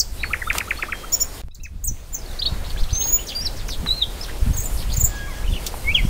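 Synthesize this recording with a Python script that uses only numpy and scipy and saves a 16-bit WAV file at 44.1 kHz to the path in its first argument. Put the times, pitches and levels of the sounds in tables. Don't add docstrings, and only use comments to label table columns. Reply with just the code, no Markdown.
import sys
import numpy as np
from scipy import signal
from scipy.fft import rfft, irfft, next_fast_len
from scipy.io import wavfile
from scipy.ndimage import uniform_filter1d, map_coordinates

SR = 44100
rng = np.random.default_rng(int(sys.argv[2]) if len(sys.argv) > 2 else 0)


def int16_out(signal):
    q = np.round(np.clip(np.atleast_2d(signal).T, -1, 1) * 32767)
    wavfile.write(sys.argv[1], SR, q.astype(np.int16))


N = 268569
DROP_START_S, DROP_END_S, OVERSHOOT_END_S = 1.417, 1.4365, 1.4845
CLEAR_HZ = 2000


def short_notes():
    # (time [s], length [s], middle pitch [Hz], level [dB])
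    hooks = [(2.388, 0.021, 4750, -21.5), (2.415, 0.024, 4060, -18), (2.418, 0.016, 3600, -20),
             (2.448, 0.03, 4320, -21), (2.453, 0.033, 3710, -20), (5.435, 0.023, 2480, -36),
             (5.533, 0.019, 3340, -31)]
    droops = [(.417, 0.013, 1870, -17.5), (5.506, 0.048, 3300, -32.5), (5.541, .05, 2890, -31.5)]
    pips = [(.18, 0.078, 4010, -39), (.435, .085, 3610, -43), (.758, 0.05, 4360, -39),
            (2.121, 0.045, 7270, -28), (2.762, 0.0099, 1675, -24), (3.181, 0.027, 2990, -30.5),
            (4.209, 0.012, 5230, -29), (4.531, 0.025, 6500, -33.5), (5.458, 0.012, 3080, -32),
            (5.477, 0.011, 3000, -31)]
    run_s = [2.188, 2.217, 2.234, 2.26, 2.29, 2.312, 2.33]
    # (time [s], length [s], start [Hz], middle [Hz], end [Hz], level [dB])
    slides = [(2.141, 0.015, 7640, 6410, 6050, -16.5), (4.558, 0.039, 9250, 6970, 6470, -26.5),
              (4.598, .029, 9000, 7060, 6700, -23), (4.635, .034, 9000, 7480, 7000, -23.5),
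              (4.927, 0.02, 7100, 6660, 6400, -25), (4.962, 0.0181, 7550, 7000, 5940, -19.5),
              (4.994, 0.028, 7870, 7170, 6450, -18.5), (5.036, .022, 8650, 7320, 6680, -13.5),
              (5.116, .07, 7200, 6640, 5830, -47)]
    # (time [s], level [dB])
    chucks = [(0.233, -14), (0.333, -11), (0.501, -10.5), (0.604, -15.5), (0.707, -13.5), (0.824, -14.5),
              (0.922, -15)]
    lead_ins = [(0.301, -27), (0.465, -23.5), (0.568, -27.5), (0.671, -30.5), (0.785, -26), (0.882, -26),
                (1.032, -28.5)]
    fall_hz_per_s = 12300
    run = [(s, .0057, 5300 - fall_hz_per_s * (s - run_s[0]), -37) for s in run_s]
    notes = []
    for rows, start_ratio, end_ratio in (hooks, .73, 1), (droops, 1.07, .685), (pips + run, .95, 1):
        for s, length_s, hz, db in rows:
            notes.append((s, length_s, start_ratio * hz, hz, end_ratio * hz, db, .45, 1.1, 3.8))
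    notes += [(*row, .62, .8, 3.5) for row in slides]
    notes += [(s, .017, 2735, 1800, 870, db, .07, 1.5, 1.5) for s, db in chucks]
    notes += [(s, .021, 1100, 1270, 1480, db, .6, 1.3, 2.5) for s, db in lead_ins]
    return notes


def chirps():
    near, far = np.zeros(N), np.zeros(N)
    hiss_db = hiss_level_db()
    for s, length_s, start_hz, mid_hz, end_hz, db, peak, steepness, depth_db in short_notes():
        u = np.linspace(0, 1, round(length_s * SR))
        hz = start_hz * 2 * (u - .5) * (u - 1) + mid_hz * 4 * u * (1 - u) + end_hz * 2 * u * (u - .5)
        faint = db < hiss_db[round(s * SR)] + 11 and mid_hz > CLEAR_HZ
        flutter_db = (5.5 if faint else depth_db) * wobble(170, len(u))
        hz *= 1 + (.016 if faint else .001 * depth_db) * wobble(150, len(u))
        gain = amp(db + flutter_db) * swell(u, peak, steepness)
        sing(far if faint or start_hz > 7000 else near, s, hz, gain, octave_db=-42)
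    return near, far


def whistles():
    # (time [s], pitch [Hz], level [dB])
    contours = [
        [(.18, 2510, -49), (.22, 4420, -36.5), (.33, 4384, -52)],
        [(.8, 3560, -48), (.9, 3225, -49), (1.1, 3166, -54)],
        [(1.633, 2690, -50), (1.645, 2570, -44), (1.656, 2580, -30), (1.665, 1840, -39), (1.676, 1240, -57)],
        [(1.84, 6340, -22), (1.846, 8030, -22.5), (1.855, 8420, -23.5), (1.866, 8040, -30), (1.878, 6750, -17),
         (1.89, 5850, -19.5), (1.905, 6200, -30)],
        [(2.93, 6080, -22), (2.96, 6270, -20.5), (3.105, 6696, -19.5), (3.119, 6960, -29), (3.13, 6770, -11.5),
         (3.142, 6924, -9.5), (3.16, 6882, -10.5), (3.17, 6900, -21)],
        [(3.35, 4560, -27), (3.365, 4800, -18.5), (3.39, 4720, -26), (3.41, 4840, -22), (3.425, 5670, -28.5),
         (3.445, 5650, -28), (3.46, 5350, -18), (3.475, 3920, -20), (3.485, 4000, -40)],
        [(3.865, 3960, -31), (3.877, 4050, -18), (3.884, 3780, -27), (3.892, 3830, -12), (3.901, 3950, -24),
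         (3.91, 3920, -12), (3.93, 4080, -21), (3.955, 4280, -31.5), (4.0, 4080, -27)],
        [(4.004, 3900, -33), (4.013, 3970, -27), (4.025, 3755, -7.5), (4.037, 3150, -21), (4.045, 3395, -22)],
        [(5.09, 1677, -45), (5.15, 1660, -36), (5.23, 1642, -34.5), (5.32, 1637, -45), (5.44, 1674, -43)],
        [(5.262, 1016, -48), (5.285, 1167, -42), (5.335, 970, -44)],
        [(5.843, 2130, -40), (5.865, 2130, -30.5), (5.89, 2240, -13.5), (5.91, 2423, -22), (5.925, 2740, -25),
         (5.938, 2730, -40.5)],
        [(5.941, 3390, -36), (5.952, 3310, -4.5), (5.961, 2930, -15), (5.97, 2850, -17.5), (5.985, 2320, -17.5),
         (6.0, 2074, -25), (6.017, 2030, -41)],
    ]
    octaves_db = [-36, -40, -15, -40, -45, -19, -25, -34, -11.5, -1, -33, -28]
    near, far = np.zeros(N), np.zeros(N)
    hiss_db = hiss_level_db()
    for rows, octave_db in zip(contours, octaves_db):
        s, hz, db = np.transpose(rows)
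        if hz[0] > CLEAR_HZ and db.max() < hiss_db[round(s[0] * SR)] + 10:
            far += glide(rows, octave_db, flutter_db=4.5, waver=.006)
        else:
            near += glide(rows, octave_db)
    return near, far


def double_chirps():
    # (time [s], level [dB])
    onsets = [(1.12, -11.5), (1.198, -14)]
    # (delay [s], pitch [Hz], relative level [dB])
    upper = [(0, 6360, -19), (.004, 6700, -10), (0.015, 7050, -0.5), (0.027, 7060, -4.5), (.031, 6800, 5.5),
             (0.034, 6350, -18)]
    lower = [(.004, 4010, -31), (.01, 5470, -7), (0.017, 5700, -10.5), (0.027, 5520, -2.5),
             (.034, 5350, -24)]
    return sum(glide(np.add(voice, [s, 0, db]), octave_db=-42)
               for s, db in onsets for voice in (upper, lower))


def nasal_notes():
    # (time [s], length [s], fundamental [Hz], level [dB], spectral peak [partial number])
    notes = [(1.509, 0.017, 1316, -48, 3), (1.597, 0.017, 1350, -43, 2.5)]
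    track, slope_db_per_partial = np.zeros(N), 13
    for s, length_s, fundamental_hz, db, strongest in notes:
        u = np.linspace(0, 1, round(length_s * SR))
        hz = fundamental_hz * (1 - .13 * (1 - u) ** 3)
        for k in range(1, 6):
            gain = amp(db - slope_db_per_partial * abs(k - strongest))
            sing(track, s, k * hz, gain * swell(u, peak=.52, steepness=.59), octave_db=-60)
    return track


def churrs():
    # (time [s], length [s], start [Hz], end [Hz], level [dB])
    singles = [(1.546, 0.011, 7100, 4800, -39.5), (1.634, 0.01, 5680, 5670, -36),
               (3.265, 0.0264, 6520, 5700, -32), (3.282, 0.049, 4580, 2860, -31),
               (3.559, 0.057, 6430, 3100, -38.5), (3.684, 0.066, 5940, 3100, -30),
               (4.226, 0.025, 5540, 3470, -32), (4.283, 0.021, 1500, 1920, -33.5),
               (4.766, 0.07, 4920, 3960, -36.5), (4.898, 0.052, 3740, 4980, -33.5)]
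    # (time [s], churr level [dB], flick level [dB])
    chatter = [(2.636, -41.5, -32.5), (2.77, -35, -32), (2.887, -35.5, -30.5), (3.006, -33, -32.5)]
    rises = [(s, .046, 3000, 5250, db) for s, db, _ in chatter]
    flicks = [(s + .063, .012, 5200, 3100, db) for s, _, db in chatter]
    track, shake_hz = np.zeros(N), 190
    for s, length_s, start_hz, end_hz, db in singles + rises + flicks:
        u = np.linspace(0, 1, round(length_s * SR))
        shake = 2 * np.pi * shake_hz * length_s * u + .56 * wobble(130, len(u))
        hz = start_hz + (end_hz - start_hz) * u
        hz *= 1 + .05 * np.sin(shake) + .11 * wobble(700, len(u))
        throb = amp(db + np.cos(shake) + 3.5 * wobble(350, len(u)))
        sing(track, s, hz, throb * swell(u, peak=.56, steepness=.2), octave_db=-13)
    return track


def opening_note():
    # (time [s], pitch [Hz], level [dB])
    contour = [(-.016, 8620, -22), (-.006, 7860, -13), (0, 6725, -12.5), (.006, 5200, -9),
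               (.011, 4490, -17), (.017, 4620, -25)]
    lead_s = -contour[0][0]
    note = glide(np.add(contour, [lead_s, 0, 0]), octave_db=-25)
    scattered = scrub(note, t60_s=.051, wet_db=-5.5, hedge_db=-30)
    skip = round(lead_s * SR)
    return np.pad(scattered[skip:], (0, skip))


def glide(rows, octave_db, flutter_db=1.04, waver=0):
    s, hz, db = np.transpose(rows)
    t = np.arange(s[0], s[-1], 1 / SR)
    hz, db = (uniform_filter1d(np.interp(t, s, v), size=130, mode="nearest") for v in (hz, db))
    hz *= 1 + waver * wobble(60, len(t))
    db += flutter_db * wobble(92.5, len(t))
    fade = np.clip(np.minimum(t - s[0], s[-1] - t) / .00097, 0, 1)
    note = np.zeros(N)
    sing(note, s[0], hz, fade * amp(db), octave_db)
    return note


def sing(track, s, hz, gain, octave_db):
    phase = 2 * np.pi * np.cumsum(hz) / SR + rng.uniform(0, 2 * np.pi)
    tone = gain * (np.sin(phase) + amp(octave_db) * np.sin(2 * phase))
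    span = track[round(s * SR):][:len(hz)]
    span += tone[:len(span)]


def swell(u, peak, steepness):
    return np.sin(np.pi / 2 * np.where(u < peak, u / peak, (1 - u) / (1 - peak))) ** steepness


def scrub(x, t60_s, wet_db, hedge_db):
    tails, hop = np.zeros(N + SR), SR // 4
    t = np.arange(SR // 2) / SR
    decay = (amp(-60 * t / t60_s) + amp(hedge_db - 60 * t / .65)) * (t > .004)
    for start in range(0, N, hop):
        impulse = rng.standard_normal(len(t)) * decay
        wet = signal.fftconvolve(x[start:start + hop], impulse / np.linalg.norm(impulse))
        if start < DROP_END_S * SR:
            wet = wet[:round(DROP_END_S * SR) - start]
        tails[start:start + len(wet)] += wet
    return x + amp(wet_db) * tails[:N]


def wind():
    # (time [s], level [dB])
    gusts = [(0, -34.5), (.35, -27), (.9, -37.5), (1.3, -30.5), (1.52, -40.5), (1.72, -28), (1.84, -28.5),
             (1.9, -20.5), (1.98, -34.5), (2.78, -23.5), (3.3, -33), (3.55, -24.5), (4.39, -30.5),
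             (4.45, -19), (4.7, -24.5), (5.0, -18.5), (5.12, -27.5), (5.4, -27), (5.5, -18), (5.6, -29),
             (5.82, -28.5), (5.88, -21), (6.09, -20.5)]
    # (frequency [Hz], relative density [dB])
    buffet_spectrum = [(3, -20), (10, 2), (35, 1.5), (80, -7.5), (150, -21), (400, -62)]
    edge_spectrum = [(60, -11), (170, 2), (280, -6.5), (550, -38)]
    gust_db, lumps = curve(gusts), wobble(16)
    buffet = unit(amp(1.5 * lumps) * noise(buffet_spectrum, patchy_db=0))
    edge = unit(amp(3.2 * lumps + 4.5 * wobble(30)) * noise(edge_spectrum, patchy_db=2))
    return amp(gust_db) * buffet + amp(1.36 * gust_db - 9.5) * edge


def thumps():
    # (time [s], peak [dB], width [s])
    eddies = [ (1.914, -23, 0.00079), (2.524, -16, 0.0017), (2.823, -6.5, 0.0067), (2.931, -9, 0.0024),
              (3.14, -14, 0.005), (4.426, -10, 0.003), (4.473, -12.5, 0.0013), (4.51, -10, 0.0025),
              (4.595, -13, 0.0023), (4.982, -9.5, 0.0019), (5.039, -10, 0.0023), (5.447, -15, .003),
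              (5.529, -11.5, 0.0025), (5.86, -17, 0.0047), (6.035, -17.5, 0.0016), (6.052, -7.5, 0.0011)]
    track, half = np.zeros(N + SR), SR // 25
    t = np.arange(-half, half) / SR
    for (s, db, width_s), sign in zip(eddies, rng.choice([-1, 1], len(eddies))):
        push = np.exp(-.5 * (t / width_s) ** 2) - np.exp(-.5 * (t / (2.3 * width_s)) ** 2) / 3.17
        track[round(s * SR) - half:][:len(t)] += sign * amp(db) * push / push.max()
    return track[:N]


def ticks():
    # (time [s], peak [dB], centre [Hz], t60 [s])
    clicks = [(.531, -14.5, 5040, 0.0018), (0.551, -19, 1110, 0.041), (.583, -5, 7100, 0.011),
              (0.5856, -5, 3890, 0.0053), (0.833, -24.5, 670, 0.03), (3.055, -25.5, 716, .06),
              (3.688, -23, 1897, 0.039), (3.861, -17.5, 1330, 0.026), (5.665, -14.5, 5800, 0.068),
              (5.741, -19, 780, 0.019)]
    track, t = np.zeros(N), np.arange(SR // 10) / SR
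    for s, db, hz, t60_s in clicks:
        band = signal.butter(2, [hz * .54, min(hz * 1.49, SR / 2.2)], "band", fs=SR)
        burst = signal.lfilter(*band, rng.standard_normal(len(t)) * amp(-60 * t / t60_s))
        track[round(s * SR):][:len(t)] += amp(db) * burst / np.abs(burst).max()
    return track


def hiss():
    # (frequency [Hz], relative density [dB])
    air_spectrum = [(90, -45.5), (150, -6.5), (500, -6), (1300, -13.5), (5000, -18), (11000, -22.5)]
    sizzle_spectrum = [(4000, -20.5), (9500, 2), (11000, -2)]
    # (time [s], relative level [dB])
    treble = [(0, -7), (.5, -5.5), (.95, -12.5), (1.3, -6.5), (2.5, -14.5), (4.4, -10), (4.75, -2.5),
              (5.2, -18.5), (5.78, -5), (5.97, -12)]
    level_db = hiss_level_db()
    air = amp(level_db + .82 * wobble(12)) * noise(air_spectrum, patchy_db=1.5)
    sizzle = amp(level_db + curve(treble) + 2 * wobble(25)) * noise(sizzle_spectrum, patchy_db=1.5)
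    return air + sizzle


def hiss_level_db():
    t = np.arange(N) / SR
    lull_db = -7 * np.exp(-((t - .083) / .064) ** 2)
    rustle_db = 11.5 * np.exp(-((t - .562) / .035) ** 2)
    normal_db = -40 + .37 * t + rustle_db + lull_db
    return_s, climb_db_per_s = 1.553, 30
    recovery_db = np.where(t < return_s, -69.5, -62.5 + climb_db_per_s * (t - return_s))
    return np.where(t < DROP_END_S, normal_db, np.minimum(normal_db, recovery_db))


def noise(spectrum, patchy_db):
    knots_hz, db = np.transpose(spectrum)
    bins = signal.stft(rng.standard_normal(N), nperseg=512)[2]
    patches = uniform_filter1d(rng.standard_normal(bins.shape), size=12, axis=0)
    patches = uniform_filter1d(patches, size=10, axis=1)
    patchy = signal.istft(bins * amp(patchy_db * unit(patches)), nperseg=512)[1][:N]
    colour = lambda hz: amp(np.interp(np.log(hz + 1), np.log(knots_hz), db, right=-120))
    return unit(filtered(patchy, colour))


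def filtered(x, response):
    size = next_fast_len(N + 8192)
    return irfft(rfft(x, size) * response(np.fft.rfftfreq(size, 1 / SR)), size)[..., :N]


def wobble(rate_hz, size=N):
    knots = rng.standard_normal(int(size * rate_hz / SR) + 4)
    return map_coordinates(knots, [np.arange(size) * rate_hz / SR])


def curve(rows):
    return np.interp(np.arange(N) / SR, *np.transpose(rows))


def amp(db):
    return 10 ** (np.asarray(db) / 20)


def unit(x):
    return x / np.sqrt(np.mean(x ** 2) + 1e-20)


def scene():
    near_chirps, far_chirps = chirps()
    near_whistles, far_whistles = whistles()
    near_song = near_chirps + near_whistles + double_chirps() + nasal_notes()
    near = scrub(near_song, t60_s=.091, wet_db=-11, hedge_db=-16.5)
    far = scrub(far_chirps + far_whistles + churrs(), t60_s=.12, wet_db=-5, hedge_db=-26)
    return (opening_note() + near + far + ticks() + wind() + hiss() + thumps())[None]


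def record(dry):
    t = np.arange(N) / SR
    antialias_hz, shelf_hz, cut_hz = 10750, 15750, 17044
    gain_db = np.select([t < DROP_START_S, t < DROP_END_S, t < OVERSHOOT_END_S], [0, -21, 9], 0)
    lowpassed = filtered(dry, lambda hz: 1 / np.sqrt(1 + (hz / antialias_hz) ** 40))
    interrupted = lowpassed * amp(gain_db)
    held = np.repeat(interrupted[:, ::2], 2, axis=1)[:, :N]
    return filtered(held, lambda hz: amp(-44 * np.clip((hz - shelf_hz) / 120 + .5, 0, 1)) * (hz < cut_hz))


dry = scene()
out = record(dry)
int16_out(out)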